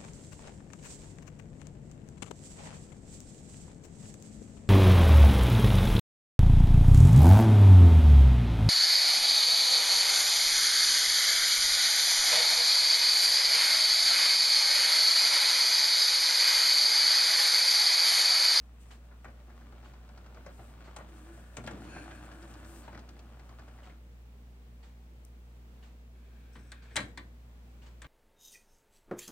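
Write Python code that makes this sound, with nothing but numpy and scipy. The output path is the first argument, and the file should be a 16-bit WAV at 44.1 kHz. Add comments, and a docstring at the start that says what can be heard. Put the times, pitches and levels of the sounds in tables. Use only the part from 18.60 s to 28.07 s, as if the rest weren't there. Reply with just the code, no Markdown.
"""A disc changer opens.

A five-disc changer stands on a wooden cabinet in a small, quiet room, about a metre away. Its carousel
rattles round, a latch lets go, the geared tray whirs out and the carousel turns once more. A hand then
clacks a disc into the plastic tray. Impacts ring the modes of tray and case, and sliding parts sound by
stick-slip friction. Mains hum and a faint clock go on underneath."""
import sys
import numpy as np
from scipy import signal
from scipy.fft import rfft, irfft, next_fast_len
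from scipy.io import wavfile
from scipy.ndimage import uniform_filter1d

SR = 44100
rng = np.random.default_rng(int(sys.argv[2]) if len(sys.argv) > 2 else 0)


def dump_mix(stems):
    """Bounce the given channels to the path in sys.argv[1] as a 16-bit WAV at rate SR."""
    frames = np.atleast_2d(stems).T  # one column per channel
    limited = np.clip(frames, -1, 1)  # hard clip at full scale
    pcm = np.round(limited * 32767).astype(np.int16)
    wavfile.write(sys.argv[1], SR, pcm)


N = 417627
TIME = np.arange(N) / SR

# low-frequency response of the case: (frequency [Hz], level [dB])
CASE_SPECTRUM = [(45, -28), (80, -5), (115, 4), (165, -3), (240, -0.5), (330, -6), (450, -12), (900, -20),
                 (3000, -94)]


def mechanism_knocks():
    """Impact excitation: cams, latch, end stop and loose gears strike tray and case."""
    # (time [s], level [dB], relative crack [dB], relative thump [dB], part pitch [Hz], crack pitch [Hz])
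    blows = [(.511, -50, -40, -29, 1500, 5030), (.644, -40, -29.5, -17, 2300, 7450),
             (.651, -41.5, -36, -13, 1440, 5000), (.68, -47.5, -29, -8, 605, 5000),
             (1.77, -44.5, -34, -7, 770, 4000), (1.862, -37, -27.5, -13, 567, 5500),
             (1.99, -41.5, -46, -9, 710, 5000), (2.275, -45, -40, -11, 1280, 4000),
             (2.3625, -37, -17, -25, 1090, 8700), (2.385, -41.5, -28, -12, 1200, 7500),
             (2.405, -41, -41, -15, 700, 5000), (2.771, -47.5, -49, -9, 604, 5000),
             (2.968, -35.5, -14.5, -20, 2430, 7540), (2.981, -40.5, -36, -5, 1100, 5000),
             (3.039, -40.5, -23, -9, 690, 8500), (3.064, -53, -5.5, -20, 1200, 4800),
             (3.0735, -30, -21, -16, 1656, 3050), (3.11, -41, -22, 0.5, 603, 6500),
             (3.361, -36, -34, -8.5, 1560, 3000), (3.511, -42.5, -22, -18, 1560, 3200),
             (4.277, -37, -32, -17, 890, 3000), (5.295, -49, -24, -8, 2200, 3000)]
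    # spectra of the struck body and of the contact: (frequency [Hz], level [dB])
    body_spectrum = [(150, -66), (400, 4), (650, 10), (1000, 4), (1600, 4), (2300, -2.5), (3600, -24),
                     (5000, -40), (10000, -32)]
    crack_spectrum = [(1000, -42), (2500, 8.5), (3600, 3.5), (5000, 0.5), (6500, 1), (9200, -5.5),
                      (10500, -18), (16000, -18)]
    return impacts(blows + light_knocks(), body_spectrum, crack_spectrum,
                   body_t60=.092, crack_t60=.052, thump_t60=.18, contact_s=.00019,
                   body_db=-11, ring_db=-23.5, crack_db=2.5, thump_db=-1.5, part_db=4)


def disc_clacks():
    """Impact excitation: the disc meets the plastic tray and rattles into place."""
    # (time [s], level [dB], relative crack [dB], relative thump [dB], part pitch [Hz], crack pitch [Hz])
    blows = [(7.953, -44, -35, -2.5, 1320, 3000), (8.118, -40.5, -8.5, -26, 1610, 3940),
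             (8.31, -49, -35, -3, 1700, 3000), (8.357, -27, -12.5, -14.5, 2120, 8500),
             (8.3645, -20.5, -8, -20, 2070, 3460), (8.373, -25, -23, -17.5, 1520, 3500),
             (8.386, -33.5, -24, -5, 500, 3500), (8.403, -39, -15, -9, 1140, 7940),
             (8.574, -34.5, -14.5, -11.5, 1920, 4700), (9.418, -41, -12, -20, 2240, 7140),
             (9.443, -43, -26, -8, 1000, 4300)]
    # spectra of the struck body and of the contact: (frequency [Hz], level [dB])
    body_spectrum = [(150, -30), (400, -7), (550, 0), (750, -2), (1000, 2), (1300, -1), (1600, 2),
                     (2100, 2), (2700, -7), (3600, -5), (5000, -19), (9000, -27), (10500, -42),
                     (16000, -52)]
    crack_spectrum = [(1000, -25), (2500, -3), (3600, 0), (5000, -3), (6500, -1), (9200, -1), (10500, -14),
                      (13000, -18), (16000, -22)]
    return impacts(blows, body_spectrum, crack_spectrum,
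                   body_t60=.096, crack_t60=.041, thump_t60=.45, contact_s=.00032,
                   body_db=-12, ring_db=-15.5, crack_db=-4.5, thump_db=-3, part_db=-2)


def impacts(blows, body_spectrum, crack_spectrum, body_t60, crack_t60, thump_t60, contact_s,
            body_db, ring_db, crack_db, thump_db, part_db):
    """Damped free vibration: each blow cracks at the contact, rings part and tray, and thumps the case."""
    # modes of tray and case: (frequency [Hz], level [dB], t60 [s])
    modes = [(312, -8, .25), (500, -9, .16), (592, -14, .18), (1030, -10, .12), (1160, -6, .2),
             (1300, -8, .12), (1524, -1, .14), (1620, -7, .13), (1875, -2, .13), (2024, -6, .14),
             (2147, -5, .13), (2330, -5, .14), (2556, -10, .15), (3017, -10, .14), (3208, -10, .14),
             (3570, -9, .12), (4050, -8, .15), (4535, -11, .15)]
    out, t = np.zeros((2, N)), np.arange(SR // 4) / SR
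    hz, mode_db, t60 = np.transpose(modes)[:, :, None]
    vibration = amp(mode_db) * decay(t, t60) * np.exp(2j * np.pi * hz * t)
    for time, db, bright_db, deep_db, part_hz, crack_hz in blows:
        # a dull blow is a soft contact, which takes longer to build up
        onset = 1 - np.exp(-t * amp(bright_db / 2) / contact_s)
        # the point of contact decides how each mode starts
        phases = np.exp(2j * np.pi * rng.random(len(hz)) + .55j * rng.standard_normal((2, len(hz))))
        ring = equal_energy((phases @ vibration).imag * onset)
        body = noise_pulse(onset * decay(t, body_t60), body_spectrum, width=.45)
        crack = noise_pulse(onset * decay(t, crack_t60), crack_spectrum, width=.8)
        thump = noise_pulse(onset * decay(t, thump_t60), CASE_SPECTRUM, width=.15)
        body = equal_energy(body + resonate(body, [(part_hz, part_hz / 5, part_db)]))
        crack = equal_energy(crack + resonate(crack, [(crack_hz, crack_hz / 5, 6)]))
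        blow = (amp(body_db) * body + amp(ring_db) * ring + amp(bright_db + crack_db) * crack
                + amp(deep_db + thump_db) * equal_energy(thump))
        add(out, time, amp(db) * blow)
    return out


def light_knocks(jitter_s=.002, scatter_db=2, thump_db=-9.5, part_hz=1380, crack_hz=4940):
    """Impact trains: the turning carousel ticks, loose gears rattle, the tray chatters at its stop."""
    # (start [s], end [s], spacing [s], level [dB], first relative crack [dB], last relative crack [dB])
    runs = [(0.9, 1.4, .11, -50.5, -29, -21.5), (1.491, 1.8, 0.084, -51, -19, -19.5),
            (3.717, 4.22, 0.11, -50.5, -15, -17), (4.323, 4.39, 0.024, -45.5, -28, -22),
            (4.394, 4.65, .098, -51.5, -13.5, -11), (4.795, 5.25, 0.097, -50, -17.5, -30)]
    blows = []
    for start, end, spacing, db, first_db, last_db in runs:
        for time in np.arange(start, end, spacing):
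            timing, strength, pitch = rng.standard_normal(3)
            bright_db = np.interp(time, [start, end], [first_db, last_db])
            blows.append((time + jitter_s * timing, db + scatter_db * strength, bright_db, thump_db,
                          part_hz * np.exp(.21 * pitch), crack_hz))
    return blows


def gear_train(tooth_hz=99, wheel_hz=10, scatter_db=3.5, wobble_db=1.2, grind_db=-3, ring_db=-8):
    """Gear meshing: teeth tap unevenly over a fine grind; an eccentric wheel modulates the amplitude."""
    # idling, turning the carousel, unlatching, driving the tray, turning again:
    # (start [s], end [s], first level [dB], last level [dB])
    runs = [(0, .85, -71, -67), (.85, 2.6, -64.5, -61), (2.6, 3.03, -63, -65), (3.03, 4.4, -55, -60.5),
            (4.4, 5.31, -63.5, -61.5)]
    # gear noise through the case: (frequency [Hz], level [dB])
    spectrum = [(100, -15.5), (300, 2.5), (480, -5.5), (640, 2.5), (950, -0.5), (1250, 1.5), (1500, -2),
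                (1750, -4), (2100, -7), (3200, -10), (4200, -14), (6000, -19.5), (9000, -28), (11000, -48)]
    teeth_passed = np.cumsum(tooth_hz * (1 + .12 * wander(20))) / SR
    taps = np.diff(np.floor(teeth_passed), prepend=0) * amp(scatter_db * rng.standard_normal(N))
    tap_decay = decay(np.arange(SR // 20) / SR, t60=.029)
    chatter = unit_rms(signal.oaconvolve(taps, tap_decay)[:N] * stereo_noise(N, .43))
    wheel = np.sin(2 * np.pi * np.cumsum(wheel_hz * (1 + .109 * wander(4.74))) / SR)
    whir = unit_rms(colour(chatter + amp(grind_db) * stereo_noise(N, .36), spectrum))
    # the carousel plate vibrates in sympathy
    plate = resonate(whir, [(573, 47, .5), (741, 11, 5.5), (1145, 66, -19), (1452, 25, -1),
                            (1640, 35, -14)])
    load = envelope(runs, attack_s=.025, release_s=.3) * amp(wobble_db * wheel + .77 * wander(30))
    return unit_rms(whir + amp(ring_db) * unit_rms(plate)) * load


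def motor_and_belt(motor_hz=317):
    """Forced vibration and friction: the motor drones under a shifting load and its belt hisses."""
    # the motor frees the latch, then drives the tray; the belt rubs louder under load:
    # (start [s], end [s], first level [dB], last level [dB])
    motor_runs = [(2.48, 2.72, -59, -53.5), (3.12, 4.18, -51.5, -57)]
    belt_runs = [(0, 5.3, -82, -79.5), (.19, 0.34, -68, -69.5), (2.46, 4.2, -70.5, -67.5)]
    # belt hiss: (frequency [Hz], level [dB])
    belt_spectrum = [(1000, -19), (2600, 2.5), (4000, -6.5), (6300, -2.5), (7800, 0), (9100, 1),
                     (10300, -10.5), (15500, -12)]
    phase = 2 * np.pi * np.cumsum(motor_hz * (1 + .042 * wander(32))) / SR
    drone = unit_rms(np.sin(phase)) * envelope(motor_runs, attack_s=.043, release_s=.32)
    drone *= amp(-3 + 1.1 * wander(35))
    hiss = steady_noise(belt_spectrum, width=1) * envelope(belt_runs, attack_s=.023, release_s=.16)
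    hiss *= amp(1.1 * np.sin(phase / 10) + 2 * wander(37))
    return drone + hiss


def guides_and_rails():
    """Sliding and rolling noise: the tray brushes its guides; tray and carousel rumble through the case."""
    # (start [s], end [s], first level [dB], last level [dB])
    brushes = [(1.88, 2.1, -70, -71), (4.02, 4.21, -64, -63)]
    rolls = [(.85, 2.9, -63, -61), (2.96, 3.42, -47.5, -51), (3.42, 4.42, -56.5, -56.5),
             (4.42, 5.3, -60.5, -62.5)]
    # swish of the guides: (frequency [Hz], level [dB])
    swish_spectrum = [(2000, -12), (4500, -5), (6500, -3), (8700, 3), (10500, -9), (13000, -5),
                      (15500, -13)]
    swish = steady_noise(swish_spectrum, width=1) * envelope(brushes, attack_s=.066, release_s=.28)
    rumble = steady_noise(CASE_SPECTRUM, width=.17) * envelope(rolls, attack_s=.034, release_s=.4)
    return swish + amp(-1) * rumble


def runner_and_rack():
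    """Stick-slip friction: a runner catches and the pinion scrapes along its rack."""
    # (start [s], end [s], first level [dB], last level [dB])
    runner_slides = [(3.25, 3.39, -56.5, -53.5), (3.46, 3.55, -60, -61)]
    rack_runs = [(2.46, 2.95, -69.5, -65), (3.35, 4.05, -60.5, -64.5)]
    # (frequency [Hz], bandwidth [Hz], level [dB])
    runner_modes = [(1570, 310, 6.5), (2480, 400, 3.5), (4300, 370, -3), (5600, 350, -9), (6800, 400, -6),
                    (8000, 400, -23), (9100, 650, -8)]
    rack_modes = [(640.7, 57, -1), (1504, 200, 6.5), (1660, 210, 5), (3200, 490, -12.5), (7840, 900, -20),
                  (8900, 550, -17)]
    runner = stick_slip(envelope(runner_slides, attack_s=.05, release_s=.49), runner_modes, catch_db=1)
    rack = stick_slip(envelope(rack_runs, attack_s=.12, release_s=1), rack_modes, catch_db=2)
    return runner + rack


def disc_slide():
    """Stick-slip friction: the disc slides in the fingers and over the tray; its edge skims the well."""
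    # (start [s], end [s], first level [dB], last level [dB])
    slides = [(7.53, 8.12, -74.5, -69.5), (8.12, 8.35, -65.5, -67)]
    skims = [(7.92, 8.11, -73, -75.5), (8.3, 8.35, -74, -71)]
    # (frequency [Hz], bandwidth [Hz], level [dB])
    disc_modes = [(1640, 540, 5.5), (2300, 780, 4), (3140, 1100, -5)]
    edge_modes = [(5700, 1500, -5), (7900, 280, -1), (8900, 770, -5)]
    face = stick_slip(envelope(slides, attack_s=.025, release_s=.2), disc_modes, catch_db=1.5)
    edge = stick_slip(envelope(skims, attack_s=.016, release_s=.12), edge_modes, catch_db=-3)
    return face + edge


def stick_slip(gain, modes, catch_db):
    """Frictional excitation: plastic catches and slips, driving steep resonances of the sliding part."""
    sliding = gain > amp(-110)
    slips = (stereo_noise(N, .81) * amp(catch_db * wander(250)))[:, sliding]
    ring = sum(resonate(resonate(slips, [(hz, width, db)]), [(hz, width, 0)]) for hz, width, db in modes)
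    out = np.zeros((2, N))
    out[:, sliding] = unit_rms(ring)
    return out * gain


def tray_creak(time_s=6.65, db=-63, t60=.013):
    """A damped transient: the open tray settles with one thin snap."""
    # (frequency [Hz], level [dB])
    spectrum = [(2000, -35), (4500, -13), (6000, -1), (8500, 1), (12000, -9), (16000, -7)]
    out, t = np.zeros((2, N)), np.arange(SR // 10) / SR
    snap = colour(stereo_noise(len(t), .54) * decay(t, t60), spectrum)
    add(out, time_s, amp(db) * equal_energy(snap))
    return out


def soft_ticks():
    """Reverberant ticks with a weak ping: one louder at first, then two accents on the clock's beat."""
    # (time [s], level [dB], resonance [Hz])
    ticks = [(.306, -53, 2900), (2.251, -61, 2780), (9.26, -59, 3100)]
    out = np.zeros((2, N))
    for time, db, hz in ticks:
        add(out, time, diffuse_click(db, hz, rise_s=.0029, t60=.2, ring_db=4))
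    return out


def clock(first_s=1.241, period_s=.997, db=-58, tick_hz=2900, tock_hz=4440):
    """Periodic impacts: a clock across the room ticks and tocks at two resonant frequencies."""
    out = np.zeros((2, N))
    for k, time in enumerate(np.arange(first_s, N / SR, period_s)):
        hz = tock_hz if k % 2 else tick_hz
        add(out, time, diffuse_click(db, hz, rise_s=.0058, t60=.41, ring_db=16.5))
    return out


def diffuse_click(db, hz, rise_s, t60, ring_db, ring_t60=.081, bandwidth_hz=110):
    """Reverberant smearing: a small click arrives nearly all as reflections, with a brief ping."""
    # (frequency [Hz], level [dB])
    spectrum = [(300, -4.5), (800, 2.5), (2500, -3), (3700, -6), (4500, -6.5), (5200, -11.5), (8000, -13),
                (11000, -33)]
    t = np.arange(SR // 2) / SR
    onset = 1 - np.exp(-t / rise_s)
    click = colour(stereo_noise(len(t), 1.55) * onset * decay(t, t60), spectrum)
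    ping = resonate(click * decay(t, ring_t60), [(hz, bandwidth_hz, ring_db)])
    return amp(db) * equal_energy(click + ping)


def mains_hum():
    """A harmonic series on the mains frequency, wavering slightly in phase."""
    # (frequency [Hz], rms level [dB])
    harmonics = [(59.2, -50.5), (118.4, -67), (177.6, -73), (236.9, -70), (473.7, -80)]
    drift = .07 * wander(6) / harmonics[0][0]
    return np.sqrt(2) * sum(amp(db) * np.sin(2 * np.pi * (hz * TIME + rng.random()) + hz * drift)
                            for hz, db in harmonics)


def room_noise(db=-61, swell_db=.6):
    """Ambient noise: a soft, low diffuse field whose level drifts slowly."""
    # (frequency [Hz], level [dB])
    spectrum = [(20, -11), (42, -5.5), (60, -1.5), (85, -6), (120, 2), (160, -3.5), (220, -1), (280, -7.5),
                (340, -7.5), (450, -10), (800, -16), (1600, -22.5), (2500, -24), (5000, -31), (8500, -33.5),
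                (10500, -38), (15500, -32.5)]
    gain = amp(db + swell_db * wander(3))
    return unit_rms(colour(diffuse_noise(N), spectrum)) * gain


def room(x, t60=.27, wet_db=-11, gap_s=.0083):
    """Reverberation: near walls answer with a short, slightly dull tail."""
    t = np.arange(SR // 2) / SR
    reflections = diffuse_noise(len(t)) * decay(t, t60) * (t > gap_s)
    tail = colour(reflections, [(100, 8), (1500, 6), (7000, -2), (12000, .5)])
    tail /= np.sqrt(np.sum(tail ** 2, axis=-1, keepdims=True))
    return x + amp(wet_db) * signal.oaconvolve(x, tail, axes=-1)[:, :N]


def from_left(x, lag_samples):
    """Level and time differences: sound reaches the left channel brighter and sooner."""
    # (frequency [Hz], left level over right [dB])
    level_difference = [(100, 0), (500, .8), (1200, 3), (2500, 1.5), (4500, 2), (6300, 4), (8000, 10),
                        (10000, 6), (13000, 0)]
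    size = next_fast_len(N + SR // 10, True)
    tilt = np.sqrt(bin_gains(level_difference, size))
    left, right = irfft(rfft(x, size) * np.array([tilt, 1 / tilt]), size)[:, :N]
    return np.array([left, np.pad(right, (lag_samples, 0))[:N]])


def diffuse_noise(size):
    """A diffuse field: the two channels are coherent only in the bass."""
    side_spectrum = [(60, -12), (250, -10.5), (700, -2.5), (2000, 1.5), (8000, .5)]
    side = colour(rng.standard_normal(size), side_spectrum)
    return rng.standard_normal(size) + np.array([side, -side])


def stereo_noise(size, width):
    """Partial coherence: shared noise plus an independent part in each channel."""
    return unit_rms(rng.standard_normal(size) + width * rng.standard_normal((2, size)))


def steady_noise(spectrum, width):
    """Stationary coloured noise at rms 1."""
    return unit_rms(colour(stereo_noise(N, width), spectrum))


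def noise_pulse(shape, spectrum, width):
    """Source and filter: a pulse of noise takes on a spectrum."""
    return colour(stereo_noise(len(shape), width) * shape, spectrum, size=1024)


def resonate(x, peaks):
    """Parallel resonators: (frequency [Hz], bandwidth [Hz], level [dB])."""
    return sum(amp(db) * signal.lfilter(*signal.iirpeak(hz, hz / width, SR), x) for hz, width, db in peaks)


def colour(x, spectrum, size=4096):
    """Minimum-phase filtering by a spectrum: (frequency [Hz], level [dB])."""
    cepstrum = irfft(np.log(bin_gains(spectrum, size)))
    cepstrum[1:size // 2] *= 2
    cepstrum[size // 2 + 1:] = 0
    response = irfft(np.exp(rfft(cepstrum))).reshape((1,) * (x.ndim - 1) + (-1,))
    return signal.oaconvolve(x, response, axes=-1)[..., :x.shape[-1]]


def bin_gains(spectrum, size):
    """A spectrum's gain at each Fourier bin, interpolated in log frequency."""
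    hz, db = np.transpose(spectrum)
    return amp(np.interp(np.log(np.fft.rfftfreq(size, 1 / SR) + 1), np.log(hz), db))


def envelope(runs, attack_s, release_s):
    """Each movement rises linearly, runs along a level ramp and decays exponentially."""
    gain = np.zeros(N)
    for start, end, first_db, last_db in runs:
        attack = np.clip((TIME - start) / attack_s, 0, 1)
        ramp = amp(np.interp(TIME, [start, end], [first_db, last_db]))
        release = decay(np.maximum(TIME - end, 0), release_s)
        gain = np.maximum(gain, attack * ramp * release)
    return gain


def wander(rate_hz):
    """Smooth random fluctuation at rms 1."""
    hold = int(SR / rate_hz)
    steps = np.repeat(rng.standard_normal(N // hold + 1), hold)
    return unit_rms(uniform_filter1d(steps, hold)[:N])


def decay(t, t60):
    """Exponential damping: 60 dB down after t60 seconds."""
    return np.exp(-np.log(1000) * t / t60)


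def amp(db):
    """Decibels to amplitude ratio."""
    return 10 ** (np.asarray(db) / 20)


def unit_rms(x):
    """Scale to rms 1."""
    return x / np.sqrt(np.mean(x ** 2))


def equal_energy(x):
    """Scale a transient to the energy of 20 ms at rms 1."""
    return x * np.sqrt(.02 * SR / np.mean(np.sum(x ** 2, axis=-1)))


def add(out, time_s, sound):
    """Superpose a sound at a given time."""
    i = int(time_s * SR)
    out[:, i:i + sound.shape[-1]] += sound[:, :max(N - i, 0)]


def scene():
    """Superposition: changer and disc sound in the room, over the clock and the hum."""
    knocks, clacks = mechanism_knocks(), disc_clacks()
    changer = (knocks + runner_and_rack() + gear_train() + motor_and_belt() + guides_and_rails()
               + tray_creak())
    disc = clacks + disc_slide()
    direct = from_left(changer, lag_samples=3) + from_left(disc, lag_samples=1)
    return room(direct) + clock() + soft_ticks() + mains_hum() + room_noise()


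def record(dry, cutoff_hz=15800):
    """Band limiting: a steep low-pass filter removes the highest treble."""
    return signal.sosfilt(signal.ellip(10, .2, 70, cutoff_hz, fs=SR, output="sos"), dry)


dry = scene()
out = record(dry)
dump_mix(out)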